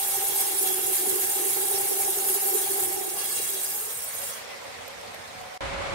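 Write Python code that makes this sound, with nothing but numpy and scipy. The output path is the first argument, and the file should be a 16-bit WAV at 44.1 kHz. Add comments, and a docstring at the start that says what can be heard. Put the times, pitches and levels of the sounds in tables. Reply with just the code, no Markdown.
"""Band saw ripping a log

A large horizontal band saw cuts in a sawmill shed: the teeth hiss and squeal, the wood rasps, the blade
flutters in the kerf, and the sound throbs with every lap of the band. The blade runs out of the log
and idles, singing and ticking in its guides. After an abrupt short break, the mill drones on, heard
from another spot."""
import sys
import numpy as np
from scipy import signal
from scipy.fft import rfft, irfft
from scipy.io import wavfile
from scipy.ndimage import uniform_filter1d, map_coordinates

SR = 44100
rng = np.random.default_rng(int(sys.argv[2]) if len(sys.argv) > 2 else 0)


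def put_to_file(sound):
    """Save the sound as 16-bit audio at rate SR, in the file named by the first command-line argument."""
    columns = np.atleast_2d(sound).T  # one column per channel
    safe = np.clip(columns, -1, 1)
    whole_steps = np.round(safe * 32767)
    wavfile.write(sys.argv[1], SR, whole_steps.astype(np.int16))


N = 261954
TIME, FREQ = np.arange(N) / SR, np.fft.rfftfreq(N, 1 / SR)
TOOTH_HZ, LAPS_PER_S = 554.2, 3.72

# stereo tilt of the noise beds: (frequency [Hz], left minus right [dB])
BALANCE = [(60, -5.5), (300, -3), (700, -2.5), (1300, -0.5), (3500, 0), (5500, -1.5), (7000, -4),
           (10000, -2.5), (11500, -1.5), (15000, 0.5)]
# how alike the two sides sound in the shed: (frequency [Hz], correlation [0-1])
LIKENESS = [(50, .5), (100, .4), (200, .08), (400, 0)]
# the feed holds, slackens, picks up and runs out: (time [s], hiss level [dB], rasp level [dB])
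FEED = [(0, -27, -36.5), (1.6, -26, -37.5), (2.8, -26.5, -38), (3.05, -31, -43.5), (3.15, -31, -43),
        (3.21, -27.5, -36.5), (3.42, -27, -37.5), (3.48, -27.5, -38.5), (3.7, -28.5, -41),
        (3.89, -31.5, -45.5), (4.3, -33, -42)]
# how much of a tooth's scrape the next tooth repeats: (frequency [Hz], share [0-1])
RETRACE = [(550, .35), (1650, .64), (3300, .74), (4600, .71), (8500, .67), (11000, .62), (13000, .5),
           (15000, .25)]
# teeth are set left, right, straight, so every third one repeats too: (frequency [Hz], share [0-1])
SET_RETRACE = [(500, .05), (1400, .33), (7000, .38), (14000, .05)]
# how closely each tooth follows the track of the one before: (time [s], share [0-1])
TRACKING = [(2.8, 0.5), (3.25, 0.89), (4.3, 0.92)]
# stretches of wide-set teeth: (place in the lap [0-1], extra bite [dB])
WIDE_TEETH = [(.2, 0.4), (.55, 2.5), (.77, 0.5)]
# bright hiss of the tooth tips: (frequency [Hz], relative level [dB])
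HISS_COLOUR = [(3000, -24), (5500, -40), (6700, -6.5), (7700, -6.5), (8400, -0.5), (9500, -2), (10600, -4),
               (11800, -4), (13200, -5), (14500, -9.5), (15600, -4)]
# lower rasp of the wood: (frequency [Hz], relative level [dB])
RASP_COLOUR = [(30, -50), (70, -22), (130, -3.5), (280, -10), (500, -9), (1000, -3.5), (1400, 1),
               (2200, -0.5), (3300, 2.5), (4400, 1), (5600, 3.5), (7000, 1.5), (10000, -37)]
# ring of the steel teeth: (frequency [Hz], width [Hz], level over the hiss [dB])
TOOTH_MODES = [(12740, 170, 3.5)]
# extra rings under strain: (frequency [Hz], width [Hz], level over the hiss per pass [dB])
STRAIN_MODES = [(10120, 220, 1), (11200, 200, 0), (12470, 350, 2), (13900, 260, 1)]
# strain on the teeth: (time [s], share [0-1])
STRAIN = [(2.85, 1), (3.3, .1)]
# hard spots in the wood: (time [s], extra bite [dB])
KNOTS = [(.4, 1), (.69, 1), (.95, 1), (4.18, 0), (4.275, 1)]
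# squeaky overtones: (pitch [multiple of the tooth rate], level against the hiss [dB])
SQUEAKS = [(16, -16), (18, -22), (21, -27), (25, -23)]
# two bending modes of the blade, each a firm tone in a rough skirt:
# (pitch [Hz], width [Hz], skirt pitch [Hz], skirt width [Hz], skirt level [dB], left minus right [dB])
FLUTTER_MODES = [(384, 27, 399, 82, -4, -5.5), (780, 46, 806, 100, -3, -.5)]
# flutter while the wood grips the blade: (time [s], first mode level [dB], second mode level [dB])
FLUTTER_LEVELS = [(0, -49.5, -37.5), (.3, -37, -37.5), (.8, -37.5, -42), (1.15, -36, -42.5),
                  (1.7, -37, -37.7), (2.3, -37.5, -39.5), (2.95, -36.5, -39), (3.28, -47.5, -48.5),
                  (3.87, -48, -47.5), (4, -48, -60)]
# flutter sags with the load, then climbs as the gripping wood gets shorter: (time [s], pitch [ratio])
GRIP = [(.5, 1.015), (.65, .984), (1.2, .982), (1.5, 1.01), (2.65, 1.0), (3.15, .98), (3.7, .985),
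        (4, 1.18), (4.2, 1.44)]
# the firm tone breaks up once the feed slackens: (time [s], weight in the blend [dB])
FIRMNESS = [(3.05, 0), (3.25, -16)]
# the wood grabs or lets go: (time [s], first mode change [dB], second mode change [dB])
GRABS = [(.18, 5, -3), (.235, 3, 4), (.27, -9, 0), (.39, -11, 3), (.575, -9, -7), (.64, 4, 1), (.715, 2, 6),
         (.96, -22, -3), (1.055, 3, 6), (1.21, -5, -6), (1.33, -13, 3), (1.47, 3.5, 1), (1.54, -7, 0),
         (1.9, 3, -1), (1.98, 3, 0), (2.03, -6, -2), (2.08, 0, 5.5), (2.14, -8, -5), (2.24, -1, 4),
         (2.405, -15, 1), (2.55, 6, 1), (2.675, -12, 3), (2.72, 1, -8)]
# wheels, belts and the free blade: (time [s], rush gain [dB], rumble gain [dB])
RUNNING_GAINS = [(3.6, -43.5, -45.5), (4.15, -42, -42.5), (4.45, -39, -48), (4.95, -40.5, -38),
                 (5.58, -41, -43)]
# tone colour of that machinery: (frequency [Hz], relative level [dB])
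RUNNING_COLOUR = [(18, -48), (30, -18.5), (95, -11.5), (244, -10.5), (326, -16), (551, -6.5), (755, -3.5),
                  (816, -6), (1660, -9.5), (1990, -6.5), (2800, -12.5), (3700, -13), (5250, -16),
                  (10700, -26), (12200, -25.5), (15800, -34)]
# resonances of the saw frame: (frequency [Hz], width [Hz], level over the running noise [dB])
FRAME_MODES = [(92, 25, 3.5), (467, 45, 6.5), (8650, 600, 3.5)]
# the steel binds: (time [s], length [s], pitch [multiple of the tooth rate], level [dB])
SQUEALS = [(0.59, .034, 18, -26), (0.706, .078, 6, -40.5), (.925, .03, 25, -35), (1.064, .043, 18, -30.5),
           (1.763, .025, 10, -33.5), (2.058, .07, 18, -31), (2.338, .083, 18, -32), (2.474, .076, 23, -28),
           (2.561, .069, 23, -36), (2.78, .091, 25, -39), (3.748, .13, 23, -33.5), (4.086, .018, 16, -36),
           (4.275, .025, 19, -42)]
# the blade bumps in the kerf: (time [s], pitch [Hz], level [dB])
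BUMPS = [(1.077, 302, -35), (3.401, 418, -32.5)]
# the free blade brushes its guides: (time [s], length [s], pitch [Hz], level [dB])
SINGS = [(4.243, .04, 556, -41), (4.534, .055, 2030, -47), (4.669, .06, 560, -44), (5.037, .043, 580, -44)]
# the free blade whines against a guide: (time [s], level [dB])
WHINE = [(4.9, -90), (5.1, -50.5), (5.23, -54), (5.36, -49), (5.43, -43.5), (5.5, -51), (5.55, -43)]
# the weld ticks on a guide every half lap: (time [s], scuff level [dB], ring level [dB])
TICKS = [(4.877, -45, -42), (5.010, -46, -62), (5.143, -45, -46), (5.277, -47, -62), (5.411, -48, -56),
         (5.543, -48, -56)]
# roar of the mill from the second spot: (frequency [Hz], relative level [dB])
MILL_COLOUR = [(15, -55), (25, -10), (60, -7), (168, -9), (244, -15.5), (436, -10.5), (472, -17), (539, -3),
               (599, -7), (1070, -9.5), (4250, -21), (5120, -26), (8240, -30.5), (11300, -39), (14000, -56)]
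# motor hum and tooth whine in that roar: (pitch [Hz], level [dB])
MILL_TONES = [(59.2, -49), (549, -42), (651, -52), (829, -51), (1090, -51), (2200, -54)]


def amp(db):
    return 10 ** (np.asarray(db) / 20)


def unit(x):
    """Scales to rms 1."""
    return x / np.sqrt(np.mean(x ** 2) + 1e-20)


def at_hz(points):
    """Reads an EQ curve on a log-frequency axis."""
    hz, value = np.transpose(points)
    return np.interp(np.log(FREQ + 1), np.log(hz + 1), value)


def at_time(rows, column=1):
    """Reads one column of an envelope at every sample."""
    rows = np.array(rows)
    return np.interp(TIME, rows[:, 0], rows[:, column])


def swell(t, length):
    """A soft rise and fall around t = 0."""
    return np.exp(-2 * (t / length) ** 2)


def drift(hz, size=8192):
    """Two smooth complex random signals with swings up to about hz; rms 1."""
    z = rng.standard_normal((2, size)) + 1j * rng.standard_normal((2, size))
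    z = np.fft.ifft(z / (1 + (np.fft.fftfreq(size, N / SR / size) / hz) ** 2))
    return z / np.sqrt(np.mean(abs(z) ** 2))


def spread(slow, t):
    """Reads a slow signal that spans the whole scene at times t."""
    return np.interp(t, np.linspace(0, N / SR, len(slow)), slow)


def wander(hz):
    """Random modulation up to about hz; rms 1."""
    return spread(unit(drift(hz)[0].real), TIME)


def sides(db):
    """Left and right gains for a level difference."""
    return amp(np.array([[.5], [-.5]]) * db)


def diffuse():
    """Noise scattered by the shed: the two sides are alike only in the bass."""
    left, other = rfft(rng.standard_normal((2, N)))
    same = at_hz(LIKENESS)
    right = same * left + np.sqrt(1 - same ** 2) * other
    return irfft(np.array([left, right]), N)


def shaped(x, gain):
    """Filters by a gain per frequency; rms 1."""
    return unit(irfft(rfft(x) * gain, N))


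def resonance(hz, width):
    """Response of one mode, gain 1 at its centre."""
    return 1 / (1 + 2j * (FREQ - hz) / width)


def lift(modes):
    """Gain by which resonances stand out of a flat spectrum."""
    return np.sqrt(1 + sum(abs(amp(db) * resonance(hz, width)) ** 2 for hz, width, db in modes))


def colour(spectrum, modes=()):
    """A smooth stereo EQ with resonant peaks."""
    return amp(at_hz(spectrum)) * lift(modes) * sides(at_hz(BALANCE))


def comb(retrace, hz):
    """Response of a scrape that partly repeats hz times a second."""
    repeat = at_hz(retrace)
    return np.sqrt(1 - repeat ** 2) / (1 - repeat * np.exp(-2j * np.pi * FREQ / hz))


def patchy(x, depth_db):
    """Favours now one band, now another, as wood grain does to the overtones."""
    spectrum = signal.stft(x, nperseg=512)[2]
    patches = uniform_filter1d(rng.standard_normal(spectrum.shape[1:]), size=7, axis=0)
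    patches = uniform_filter1d(patches, size=6, axis=1)
    return signal.istft(spectrum * amp(depth_db * unit(patches)), nperseg=512)[1][:, :N]


def tone(hz, width_hz, limiting, t=TIME):
    """A rubbed mode: a fuzzy tone whose swing is evened out as friction limits it (0-1)."""
    swing = drift(width_hz / 2)
    swing /= (abs(swing) ** 2 + .1) ** (limiting / 2)
    swing /= np.sqrt(np.mean(abs(swing) ** 2) / 2)
    carrier = np.exp(2j * np.pi * np.cumsum(hz * np.ones(len(t))) / SR)
    return np.array([(spread(side, t) * carrier).real for side in swing])


def throb_db(stretch_laps=.098, depth=.9):
    """Wide-set teeth bite harder at the same places in every lap."""
    lap = TIME * LAPS_PER_S % 1
    return depth * sum(db * swell(lap - place, stretch_laps) for place, db in WIDE_TEETH)


def scrape(eq, grain_db, chatter_db, pulsing, waver, fitful_db):
    """Each tooth scrapes a burst of noise, partly retracing the last tooth or the last set its way."""
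    eq = eq * FREQ ** 4 / (FREQ ** 4 + 110 ** 4)  # the thin band radiates no deep bass
    burst_hz = TOOTH_HZ * (1 + .1395 * wander(95.6))
    bursts = 1 + pulsing * np.cos(2 * np.pi * np.cumsum(burst_hz) / SR)
    slipped = np.arange(N) + np.cumsum(waver * wander(23.5))  # uneven tooth spacing bends the buzz
    buzz = shaped(diffuse() * bursts, eq * comb(RETRACE, TOOTH_HZ))
    buzz = np.array([map_coordinates(side, [slipped], order=3, mode="wrap") for side in buzz])
    buzz = patchy(buzz, fitful_db)
    set_buzz = shaped(diffuse() * bursts, eq * comb(SET_RETRACE, TOOTH_HZ / 3))
    tracking = at_time(TRACKING)
    teeth = np.sqrt(tracking) * buzz + np.sqrt(1 - tracking) * set_buzz
    chatter = shaped(rng.standard_normal(N), resonance(67, 21) ** 2)  # the band shivers between guides
    return unit(teeth * amp(throb_db() + grain_db * wander(36) + chatter_db * chatter))


def cutting(exit_s=4.284, fade_s=.17, knot_s=.056):
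    """Steel tips hiss and wood rasps until the blade breaks out of the log."""
    hiss = scrape(colour(HISS_COLOUR, TOOTH_MODES),
                  grain_db=1.04, chatter_db=.5, pulsing=.45, waver=.0017, fitful_db=1.6)
    rasp = scrape(colour(RASP_COLOUR),
                  grain_db=-.47, chatter_db=-.5, pulsing=.29, waver=.0026, fitful_db=2.2)
    for _ in range(2):  # two passes sharpen the ring of strained teeth
        hiss = hiss + at_time(STRAIN) * irfft(rfft(hiss) * (lift(STRAIN_MODES) - 1), N)
    out_of_log = np.clip((TIME - exit_s) / fade_s, 0, 1)
    hiss = patchy(hiss, depth_db=1.3) + squeaks()
    hiss *= amp(at_time(FEED) - 10 * out_of_log)  # the hiss dies first
    rasp = patchy(rasp, depth_db=1.6) * amp(at_time(FEED, column=2))
    knots_db = sum(db * swell(TIME - s, knot_s) for s, db in KNOTS)
    return (hiss + rasp) * amp(knots_db) * (1 - out_of_log ** 2)


def squeaks(width_hz=100, fits_db=4):
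    """Single overtones of the tooth rate come and go in small fits."""
    out = np.zeros((2, N))
    for multiple, db in SQUEAKS:
        overtone = tone(multiple * TOOTH_HZ, width_hz, limiting=.12)
        out += amp(db) * unit(overtone * amp(fits_db * wander(24)))
    return out * sides(4.7)


def flutter(wobble=.011, trade_db=.86, chance_db=2.15, grab_s=.024):
    """Rubbing in the kerf drives two bending modes of the blade; they take turns as the band laps."""
    out = np.zeros((2, N))
    lap_swing = np.cos(2 * np.pi * (TIME * LAPS_PER_S - .27))
    grip, firmness = at_time(GRIP), amp(at_time(FIRMNESS))
    for k, (hz, width, skirt_hz, skirt_width, skirt_db, pan_db) in enumerate(FLUTTER_MODES):
        pitch = hz * grip * (1 + wobble * wander(12))  # wanders with the band's tension
        firm = tone(pitch, width, limiting=.85)
        skirt = tone(skirt_hz * grip, skirt_width, limiting=.2)
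        blend = (firmness * firm + amp(skirt_db) * skirt) / np.hypot(firmness, amp(skirt_db))
        surge_db = (-1) ** k * trade_db * lap_swing + chance_db * wander(20)
        grab_db = sum(change_db[k] * swell(TIME - s, grab_s) for s, *change_db in GRABS)
        level_db = at_time(FLUTTER_LEVELS, column=k + 1) + grab_db
        out += unit(blend * amp(surge_db)) * amp(level_db) * sides(pan_db)
    return out * np.interp(TIME, [3.8, 4.3], [1, 0])  # fades as the cut ends


def running(rumble_hz=220, heave_db=3.5, whistle_db=-52.5):
    """Wheels and band rush through the frame's resonances over a heaving rumble; freed teeth whistle."""
    machinery = shaped(diffuse(), colour(RUNNING_COLOUR, FRAME_MODES))
    rumble = irfft(rfft(machinery) / (1 + (FREQ / rumble_hz) ** 4), N)
    freed = np.clip((TIME - 3.93) / .28, 0, 1)
    whistle = tone(TOOTH_HZ, width_hz=33, limiting=0) * amp(whistle_db) * freed
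    rush = patchy(machinery - rumble, depth_db=1.5) * amp(at_time(RUNNING_GAINS) + .5 * wander(25))
    rumble *= amp(at_time(RUNNING_GAINS, column=2) + heave_db * wander(6.7))
    return rush + rumble + whistle


def squeals(width_hz=130):
    """The band binds and squeals briefly on an overtone of the tooth rate."""
    out = np.zeros((2, N))
    for s, length, multiple, db in SQUEALS:
        near = abs(TIME - s) < 2 * length
        squeal = tone(multiple * TOOTH_HZ, width_hz, limiting=.27, t=TIME[near])
        out[:, near] += squeal * swell(TIME[near] - s, length) * amp(db)
    return out


def bumps(length_s=.0054):
    """Dull knocks of the blade in the kerf, a few cycles long, reaching the two sides out of step."""
    out = np.zeros((2, N))
    for s, hz, db in BUMPS:
        phase = 2 * np.pi * hz * (TIME - s) + rng.uniform(-1.2, 1, (2, 1))
        out += amp(db) * swell(TIME - s, length_s) * np.cos(phase)
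    return out


def sings(whine_hz=736, width_hz=16):
    """The free blade rubs its guides: short soft rings, and a whine on an overtone of the tooth set."""
    out = tone(whine_hz, width_hz, limiting=.95) * amp(at_time(WHINE))
    for s, length, hz, db in SINGS:
        near = abs(TIME - s) < 2 * length
        ring = tone(hz, width_hz, limiting=.9, t=TIME[near])
        out[:, near] += ring * swell(TIME[near] - s, length) * amp(db)
    return out


def ticks(peak_s=.003):
    """The weld scuffs a guide for a few milliseconds; the harder ticks ring high in the steel."""
    scuff = shaped(diffuse(), colour([(1500, -12), (5000, 5), (9000, 6), (13000, -6), (16000, -8)]))
    ring = tone(12000, width_hz=450, limiting=.8)
    out = np.zeros((2, N))
    for s, scuff_db, ring_db in TICKS:
        age = np.maximum(TIME - s, 0) / peak_s
        envelope = (age * np.exp(1 - age)) ** 2
        out += envelope * (amp(scuff_db) * scuff + amp(ring_db) * ring)
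    return out


def mill(roar_db=-32, right_delay_s=.0004):
    """The mill from another spot: a duller, fuller roar with motor hum and the whine of the teeth."""
    roar = shaped(diffuse(), colour(MILL_COLOUR, modes=[(2190, 390, 0)]))
    roar *= amp(roar_db + .5 * wander(30))
    for hz, db in MILL_TONES:
        left_turns = np.cumsum(hz * (1 + .004 * wander(12))) / SR
        right_turns = left_turns - hz * right_delay_s
        roar += amp(db) * np.sqrt(2) * np.sin(2 * np.pi * np.array([left_turns, right_turns]))
    return roar


def scene(break_s=5.577, mill_s=5.607, duck_db=-20):
    """The saw cuts and idles, then ducks abruptly; a moment later the mill comes in."""
    saw = cutting() + squeals() + flutter() + bumps() + running() + sings() + ticks()
    return saw * np.where(TIME < break_s, 1, amp(duck_db)) + mill() * (TIME >= mill_s)


def record(dry, cutoff_hz=15750):
    """A steep low-pass trims the very top."""
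    lowpass = signal.firwin(1023, cutoff_hz, window=("kaiser", 9), fs=SR)
    return signal.oaconvolve(dry, lowpass[None], "same")


dry = scene()
out = record(dry)
put_to_file(out)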